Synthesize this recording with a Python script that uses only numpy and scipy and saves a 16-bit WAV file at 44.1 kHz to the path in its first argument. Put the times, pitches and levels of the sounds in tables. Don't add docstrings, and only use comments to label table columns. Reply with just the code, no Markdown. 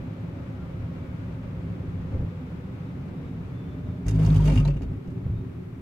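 import sys
import numpy as np
from scipy import signal
from scipy.fft import rfft, irfft
from scipy.io import wavfile
from scipy.ndimage import uniform_filter1d

SR = 44100
rng = np.random.default_rng(int(sys.argv[2]) if len(sys.argv) > 2 else 0)


def wrap_up_sound(samples):
    columns = np.atleast_2d(samples).T
    tamed = np.clip(columns, -1, 1)
    steps = np.round(tamed * 32767).astype(np.int16)
    wavfile.write(sys.argv[1], SR, steps)


N = 256220
TIME = np.arange(N) / SR
HZ = np.maximum(np.arange(N // 2 + 1) * SR / N, 1)
SIDES = np.array([[1], [-1]])


def from_db(db):
    return 10 ** (np.asarray(db) / 20)


def rms_one(x):
    return x / np.sqrt(np.mean(x ** 2) + 1e-20)


def in_time(rows):
    time_s, *columns = np.transpose(rows)
    return [np.interp(TIME, time_s, column) for column in columns]


def over_hz(points):
    hz, value = np.transpose(points)
    return np.interp(np.log(HZ), np.log(hz), value)


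def drift(rate_hz):
    return rms_one(irfft(rfft(rng.standard_normal(N)) / (1 + (HZ / rate_hz) ** 2), N))


def steadied(x, span_s):
    return x / np.sqrt(uniform_filter1d(np.mean(x ** 2, axis=0), int(span_s * SR)))


# time_s, speed_m_per_s
SPEED = [(0, 17.4), (1.3, 16.9), (2.2, 16.3), (3.3, 15.3), (4.08, 13.3), (4.25, 13.15), (4.5, 12.58),
         (4.72, 11.95), (5.81, 11.8)]
def speed():
    return in_time(SPEED)[0]


# on_s, off_s
AXLES = [(4.05, 4.62), (4.18, 4.75)]
AXLE_ATTACK_S, AXLE_RELEASE_S = 0.018, 0.076
def on_strips():
    shakes = [np.minimum((TIME - on) / AXLE_ATTACK_S, (off - TIME) / AXLE_RELEASE_S) for on, off in AXLES]
    return np.clip(shakes, 0, 1).mean(axis=0)


def rolling(cruise_db, doubling_db, strips_db, cruise_m_per_s=17):
    return from_db(cruise_db + doubling_db * np.log2(speed() / cruise_m_per_s) + strips_db * on_strips())


# middle_s, half_length_s, bumpiness_db, coarseness_db
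PATCHES = [(0.824, 0.06, 8, 1.5), (1.205, 0.21, 2.5, 0), (1.693, 0.22, 4, 2), (1.962, 0.18, 5, 0.5),
           (2.141, 0.053, 0, 3), (2.2, 0.15, 9, 2.5), (2.65, 0.48, -1.5, -0.5), (3.147, 0.32, -1.5, 1.5),
           (3.883, 0.091, 7, 1.5), (4.507, 0.079, -2.5, 5), (4.583, 0.089, 10, 3), (4.887, 0.65, 5.5, -0.5),
           (5.037, 0.064, -19, -5), (5.336, 0.18, 10, -4.5), (5.8, 0.47, -1.5, -6.5)]
def surface():
    total_db = 0
    for middle_s, half_s, *db in PATCHES:
        swell = np.cos(np.pi / 2 * np.clip((TIME - middle_s) / half_s, -1, 1)) ** 2
        total_db = total_db + np.outer(db, swell)
    return total_db


# frequency_hz, side_minus_mid_db
CABIN_WIDTH = [(60, -21), (170, -22), (290, -9), (640, -6), (1300, 1), (3000, 1), (7000, -0.5)]
# frequency_hz, left_minus_right_db
ROAD_BALANCE = [(60, -0.5), (110, 0.5), (200, -1), (380, -0.5), (700, 0), (1290, 2.0), (2380, 5),
                (4400, -1), (8120, -6.5), (15000, -11.5)]
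def cabin_noise(colour):
    mid, side = rfft(rng.standard_normal((2, N)))
    width = from_db(over_hz(CABIN_WIDTH))
    field = (mid + width * side * SIDES) / np.hypot(1, width)
    return rms_one(irfft(field * from_db(over_hz(colour) + SIDES * over_hz(ROAD_BALANCE) / 2), N))


# frequency_hz, density_db
BOOM_COLOUR = [(10, -32), (32, -5), (48, -16.5), (64, 0.5), (78, 0), (115, 5.5), (140, -14), (175, -33),
               (300, -41.5), (1000, -110)]
DRONE_COLOUR = [(60, -59), (125, -2), (150, -2), (172, 1.5), (195, -4.5), (222, -15.5), (256, -3),
                (280, -8), (310, -19), (450, -53.5), (1500, -110)]
def rumble():
    bumpy_db, coarse_db = surface()
    boom = steadied(cabin_noise(BOOM_COLOUR), span_s=0.13) * from_db(bumpy_db)
    drone = steadied(cabin_noise(DRONE_COLOUR), span_s=0.2) * from_db(coarse_db)
    return (boom * rolling(cruise_db=-37.5, doubling_db=2.5, strips_db=5)
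            + drone * rolling(cruise_db=-37.5, doubling_db=-4.5, strips_db=4.2))


# frequency_hz, density_db
AIR_COLOUR = [(400, -27.5), (750, 0), (1250, 2), (1750, -4), (2250, -4.5), (3000, -11), (3700, -14),
              (4300, -18), (7000, -27.5), (15000, -53.5)]
def air_rush(waver_db=0.5, coarse_share=0.18, hiss_db=-72):
    waver = from_db(waver_db * drift(17) + coarse_share * surface()[1])
    rush = rolling(cruise_db=-53, doubling_db=6, strips_db=8.5) * waver * cabin_noise(AIR_COLOUR)
    return rush + from_db(hiss_db) * rng.standard_normal((2, N))


# pitch_hz, level_db
WHINE_PASSED = [(380, -50), (430, -55.5), (490, -56.5), (540, -53.5)]
# frequency_hz, density_db
TREAD_COLOUR = [(100, -38.5), (200, -5), (300, -3), (380, 2), (450, -8.5), (590, -8), (700, -13),
                (900, -17), (1300, -54.5), (2500, -48), (8000, -110)]
def tread(block_m=0.032, width_hz=40, side_share=0.78, strips_db=4):
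    block_hz = speed() / block_m
    angle = 2 * np.pi * np.cumsum(block_hz) / SR
    mid, side = [rms_one(drift(width_hz) * np.cos(angle) + drift(width_hz) * np.sin(angle))
                 for _ in range(2)]
    whine_db = np.interp(block_hz, *np.transpose(WHINE_PASSED)) + strips_db * on_strips()
    whine = from_db(whine_db) * (mid + side_share * side * SIDES)
    roar = from_db(surface()[1]) * cabin_noise(TREAD_COLOUR)
    return whine + roar * rolling(cruise_db=-48, doubling_db=1, strips_db=3.5)


def engine(hum_hz=168, hum_db=-44, waver_hz=5, swell_db=3):
    pulling = np.clip(AXLES[0][0] - TIME, 0, 1)
    angle = 2 * np.pi * np.cumsum(hum_hz + waver_hz * drift(4.05)) / SR
    return pulling * from_db(hum_db + swell_db * drift(12)) * np.sin(angle)


# start_s, end_s, pitch_hz, level_db, waver_hz
WHISTLES = [(0.56, 0.67, 1365, -54, 26), (0.61, 0.72, 1207, -60, 26), (0.955, 1.12, 2295, -60, 18),
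            (2.83, 2.97, 3700, -76, 20), (3.13, 3.36, 3710, -76, 15), (3.508, 3.803, 3500, -68, 7),
            (3.74, 4.053, 3500, -77, 9.5), (3.8, 4.02, 3700, -75.5, 13.8), (3.664, 4.036, 602, -54, 11),
            (5.31, 5.45, 3700, -70, 30)]
def whistles(fade_s=0.07, flutter_db=2.2):
    out = 0
    for start, end, hz, db, waver_hz in WHISTLES:
        fade = np.clip(np.minimum(TIME - start, end - TIME) / fade_s, 0, 1)
        gain = fade * from_db(db + flutter_db * drift(25))
        angle = 2 * np.pi * np.cumsum(hz + waver_hz * drift(68.4)) / SR
        out = out + gain * np.sin(angle)
    return out


def struck(blows, modes, t60_s, detune=0.015, vary_db=3.5):
    t, out = TIME[:SR // 5], np.zeros((2, N))
    ratios, modes_db = np.transpose(modes)[:, :, None]
    for time_s, db, hz in blows:
        pitch, strength = rng.standard_normal((2, 2, len(modes), 1))
        mode_hz = hz * ratios * (1 + detune * pitch)
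        partials = from_db(db + modes_db + vary_db * strength) * np.sin(2 * np.pi * mode_hz * t)
        start = int(time_s * SR)
        out[:, start:start + len(t)] += partials.sum(axis=1) * from_db(-60 * t / t60_s)
    return out


# start_s, strength_db, pitch_hz
DASH_KNOCKS = [(2.122, -36, 535), (2.147, -33.5, 507), (2.197, -38, 481), (2.222, -39, 596),
               (4.19, -32, 466), (4.213, -34, 555), (4.245, -42, 965), (4.275, -40, 950), (4.283, -34, 525),
               (4.398, -41, 940), (4.462, -30.5, 580), (4.482, -30.5, 893), (4.497, -30.5, 550),
               (4.522, -30, 509), (4.58, -37.5, 500), (4.652, -35, 913), (4.655, -39, 490),
               (4.685, -33, 566), (4.764, -40, 515), (4.81, -31, 397), (4.835, -34, 450)]
# pitch_ratio, gain_db
DASH_MODES = [(0.721, -4), (1, -3), (1.35, -18), (1.64, -20)]
def dashboard(gain_db=-1):
    return from_db(gain_db) * struck(DASH_KNOCKS, DASH_MODES, t60_s=0.12)


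def clicks(rows):
    time_s, db, *_ = np.transpose(rows)
    return np.bincount(np.round(time_s * SR).astype(int), from_db(db), N)


def ring(force, hz, t60_s):
    radius, angle = from_db(-60 / (t60_s * SR)), 2 * np.pi * hz / SR
    return signal.lfilter([0, np.sin(angle)], [1, -2 * radius * np.cos(angle), radius ** 2], force + 1e-18)


# start_s, strength_db, pitch_ratio
BUMPS = [(2.139, -38, 0.72), (2.151, -32, 0.78), (2.1695, -30.5, 0.74), (2.194, -31, 0.67),
         (2.222, -31.5, 0.99), (2.247, -31, .8), (4.762, -29, .95), (4.918, -35, 0.93), (5.082, -31, 1.02),
         (5.265, -26.5, 1.074), (5.299, -29.5, 1.04), (5.323, -42, 1.4), (5.34, -36, 1.23),
         (5.386, -32.5, 0.95)]
# pitch_hz, gain_db, t60_s
BODY_MODES = [(60, -8, 0.12), (103, 0, 0.034), (135, 9, 0.074), (258, -24, 0.045), (445, -12, 0.076),
              (750, -33, 0.029)]
def bumps(contact_hz=450):
    boom = sum(from_db(mode_db) * ring(clicks([(start_s, db)]), hz * pitch, t60_s)
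               for start_s, db, pitch in BUMPS for hz, mode_db, t60_s in BODY_MODES)
    return signal.sosfilt(signal.butter(1, contact_hz, fs=SR, output="sos"), boom)


def ridge_phase(spacing_m=0.25):
    return 2 * np.pi * np.cumsum(speed()) / SR / spacing_m


# time_s, first_db, second_db, third_db, fifth_db
DRUM_LEVELS = [(4.04, -42, -30, -28, -65), (4.075, -19.5, -24, -29, -37.5), (4.12, -32, -21.5, -28, -27.5),
               (4.17, -20.5, -20, -18.5, -32), (4.23, -28, -22, -16, -39.5), (4.28, -21.5, -13.5, -25, -31),
               (4.32, -18.5, -36, -13.5, -35.5), (4.36, -24, -14, -21.5, -41), (4.41, -20.5, -20, -18, -49),
               (4.46, -19, -28, -19, -31), (4.52, -18, -37, -16, -30), (4.57, -20, -23, -42, -22.5),
               (4.6, -18, -30, -16, -34), (4.64, -21.5, -44, -18.5, -48), (4.7, -22, -38, -17, -49),
               (4.75, -26, -40, -31.5, -56), (4.79, -38, -56, -61, -47), (4.88, -29, -49, -55, -63),
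               (4.98, -47, -64, -60, -70)]
def drumming(fade_s=0.02, upper_db=-26.46, fall_db=-0.68, flutter_db=0.7, uneven_rad=0.06):
    fade = np.clip(np.minimum(TIME - DRUM_LEVELS[0][0], DRUM_LEVELS[-1][0] - TIME) / fade_s, 0, 1)
    gains = dict(zip((1, 2, 3, 5), fade * from_db(in_time(DRUM_LEVELS))))
    gains.update({k: gains[1] * from_db(upper_db + fall_db * k) for k in range(4, 13) if k != 5})
    phase = ridge_phase() + uneven_rad * drift(71)
    lag_rad, apart_rad = 0.5, 0.07 * SIDES
    return sum(gain * from_db(flutter_db * drift(3.9)) * np.cos(k * phase - lag_rad * k ** 2 + apart_rad)
               for k, gain in gains.items())


def causal(gain):
    cepstrum = irfft(np.log(gain), N)
    fold = 1 + np.sign(N / 2 - np.arange(N)) - (np.arange(N) == 0)
    return np.exp(rfft(cepstrum * fold))


# pitch_hz, width_hz, peak_db
TRIM_MODES = [(933, 24, 11), (1250, 21, 14.5), (1930, 89, 4), (2340, 70, 5), (2790, 150, 12), (3130, 40, 9),
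              (3660, 66, 13), (3740, 40, 15), (4640, 190, 11.5), (5080, 130, 9), (5770, 92, 3),
              (6600, 600, 0.5), (8300, 210, 0.5), (10300, 190, 4.5)]
# frequency_hz, left_minus_right_db
TRIM_BALANCE = [(700, 1.5), (1500, -1), (2500, 4.5), (4400, -9.5), (6000, -7), (8500, -18.5), (15000, -18)]
def trim_ring(force, colour, crack_t60_s, tail_t60_s, tail_db, scuff_s, parts=4):
    t = TIME[:SR // 5]
    decay = from_db(-60 * t / crack_t60_s) + from_db(tail_db - 60 * t / tail_t60_s)
    envelope = (1 - np.exp(-t / scuff_s)) * decay
    part_hit, sound = rng.integers(0, parts, N), 0
    for part in range(parts):
        tick = rng.standard_normal((2, len(t))) * envelope / np.linalg.norm(envelope)
        sound = sound + signal.oaconvolve([force * (part_hit == part)], tick, axes=1)[:, :N]
    peaks_db = sum(db / (1 + (2 * (HZ - hz) / width) ** 2) for hz, width, db in TRIM_MODES)
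    gain = rms_one(from_db(over_hz(colour) + peaks_db + SIDES * over_hz(TRIM_BALANCE) / 2))
    return irfft(rfft(sound) * causal(gain), N)


# frequency_hz, density_db
CHATTER_COLOUR = [(200, -13), (500, 19.5), (800, 15.5), (1300, 0.5), (1900, -5.5), (3000, -1), (4000, -7.5),
                  (6200, -2.5), (8500, -11.5), (11500, -14.5), (15000, -21)]
HOP_HZ, HOP_DB, HOP_CREST_S = 9.4, 2.3, 4.475
def chatter(contacts_per_s=750, bunching_db=5, base_db=-48, loosening_db_per_s=6, dull_hz=2000):
    sizes = rng.uniform(-1.02, 1, N) * from_db(bunching_db * np.cos(ridge_phase()))
    contacts = sizes * (rng.random(N) < contacts_per_s / SR)
    buzz = trim_ring(contacts, CHATTER_COLOUR, crack_t60_s=0.0023, tail_t60_s=0.09, tail_db=-2,
                     scuff_s=0.00051, parts=2)
    buzz = steadied(buzz, span_s=0.047)
    dull = signal.sosfilt(signal.butter(2, dull_hz, fs=SR, output="sos"), buzz)
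    front_off = np.clip((TIME - AXLES[0][1]) / AXLE_RELEASE_S, 0, 1)
    shaken_s = np.cumsum(on_strips()) / SR
    hop = np.cos(2 * np.pi * HOP_HZ * (TIME - HOP_CREST_S))
    gain = on_strips() ** 1.1 * from_db(base_db + loosening_db_per_s * shaken_s + HOP_DB * hop)
    return gain * (buzz + front_off * (dull - buzz))


# pitch_ratio, gain_db
PANEL_MODES = [(0.869, -14), (1.001, -5.5), (1.119, -14.5), (1.305, -23), (1.634, -26)]
PANEL_T60_S = 0.08
def panel_taps(taps_per_s=55, tap_db=-49, spread_db=3, low_hz=2300, high_hz=4600):
    beats_s = np.arange(AXLES[0][0], AXLES[1][1], 1 / taps_per_s)
    late, place, strength = rng.random((len(beats_s), 3)).T
    start_s = beats_s + late / taps_per_s
    shake_db = 20 * np.log10(np.interp(start_s, TIME, on_strips()) + 1e-9)
    level_db = tap_db + spread_db * (2 * strength - 1) + shake_db
    pitch_hz = low_hz * (high_hz / low_hz) ** place ** 2
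    return struck(zip(start_s, level_db, pitch_hz), PANEL_MODES, PANEL_T60_S)


# start_s, slap_db, ring_db, ring_hz
KNOCKS = [(4.0657, -43, -58, 6700), (4.0831, -32, -37, 6830), (4.0922, -36.5, -48, 5240),
          (4.109, -40, -46, 3680), (4.1466, -54, -56, 3630), (4.1677, -62, -61, 3500),
          (4.201, -51, -65, 4600), (4.2115, -52, -57, 6170), (4.228, -49.5, -53, 4640),
          (4.2504, -50, -43, 4800), (4.262, -48, -43, 5840), (4.3028, -55, -40, 3770),
          (4.36, -42, -39, 3400), (4.383, -52, -54, 3920), (4.4196, -48, -48, 3340),
          (4.4554, -38, -44, 3620), (4.4753, -36, -40, 3640), (4.499, -49, -46, 3300),
          (4.5354, -44, -44, 3630), (4.5544, -38.5, -51, 3600), (4.5765, -38, -51, 3660),
          (4.599, -44, -52, 4560), (4.6514, -41.5, -36.5, 3990), (4.6765, -42.5, -41, 4630),
          (4.701, -56, -55, 5600), (4.8191, -50, -53, 4660), (4.832, -54, -51, 4800),
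          (5.075, -56, -64, 6900), (5.1048, -60, -65, 5540)]
# frequency_hz, density_db
KNOCK_COLOUR = [(400, -1), (1000, -1), (2000, 6), (4000, -9), (6500, 3), (8500, -10), (11500, -11),
                (15000, -36)]
# pitch_ratio, gain_db
KNOCK_MODES = [(0.909, -11), (1, -5.5), (1.13, -10)]
def trim_knocks(snap_db=9, crack_db=16, ring_db=-2, ring_pan_db=-7, hard_db=-40, snap_growth=0.7):
    hard_force = clicks([(start_s, db + snap_growth * max(db - hard_db, 0)) for start_s, db, *_ in KNOCKS])
    snap = trim_ring(hard_force, KNOCK_COLOUR, crack_t60_s=0.002, tail_t60_s=0.01, tail_db=-30,
                     scuff_s=0.0002, parts=1)
    crack = trim_ring(clicks(KNOCKS), KNOCK_COLOUR, crack_t60_s=0.025, tail_t60_s=0.12, tail_db=-12,
                      scuff_s=0.002)
    rings = struck([(start_s, db, hz) for start_s, _, db, hz in KNOCKS], KNOCK_MODES, t60_s=0.04)
    ring_gain = from_db(ring_db + SIDES * ring_pan_db / 2)
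    return from_db(snap_db) * snap + from_db(crack_db) * crack + ring_gain * rings


# start_s, clack_db, ring_db, ring_hz
PANEL_CLACKS = [(4.2284, -48, -58, 2790), (4.262, -43, -46, 2890), (4.3596, -54, -45, 2950),
                (4.4541, -35, -49, 2820), (4.4764, -31, -38, 2790), (4.498, -31.5, -40, 2370),
                (4.52, -36, -39, 2340), (4.5566, -33, -40, 2540), (4.5758, -35, -30, 2790),
                (4.599, -39.5, -41, 2680), (4.654, -41, -47, 2740), (4.68, -38, -36.5, 2690),
                (4.703, -43, -42, 2700), (4.74, -48, -52, 2680), (4.7653, -44.5, -54, 2430),
                (4.8191, -42, -53, 2400)]
# frequency_hz, density_db
PANEL_COLOUR = [(300, -13), (620, 17.5), (950, 11), (1500, 6), (2100, 7), (2750, 6), (3300, 0), (4000, -15),
                (6000, -6), (15000, -34)]
def panel_clacks(clack_db=20, ring_db=-1.5):
    clack = trim_ring(clicks(PANEL_CLACKS), PANEL_COLOUR, crack_t60_s=0.035, tail_t60_s=0.11, tail_db=2,
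                      scuff_s=0.0027)
    rings = struck([(start_s, db, hz) for start_s, _, db, hz in PANEL_CLACKS], PANEL_MODES, PANEL_T60_S)
    return from_db(clack_db) * clack + from_db(ring_db) * rings


def scene():
    running = rumble() + air_rush() + tread() + engine() + whistles()
    jolts = dashboard() + bumps() + drumming()
    rattle = chatter() + panel_taps() + trim_knocks() + panel_clacks()
    return running + jolts + rattle


def record(dry):
    return signal.sosfilt(signal.ellip(10, 0.1, 80, 15600, fs=SR, output="sos"), dry)


dry = scene()
out = record(dry)
wrap_up_sound(out)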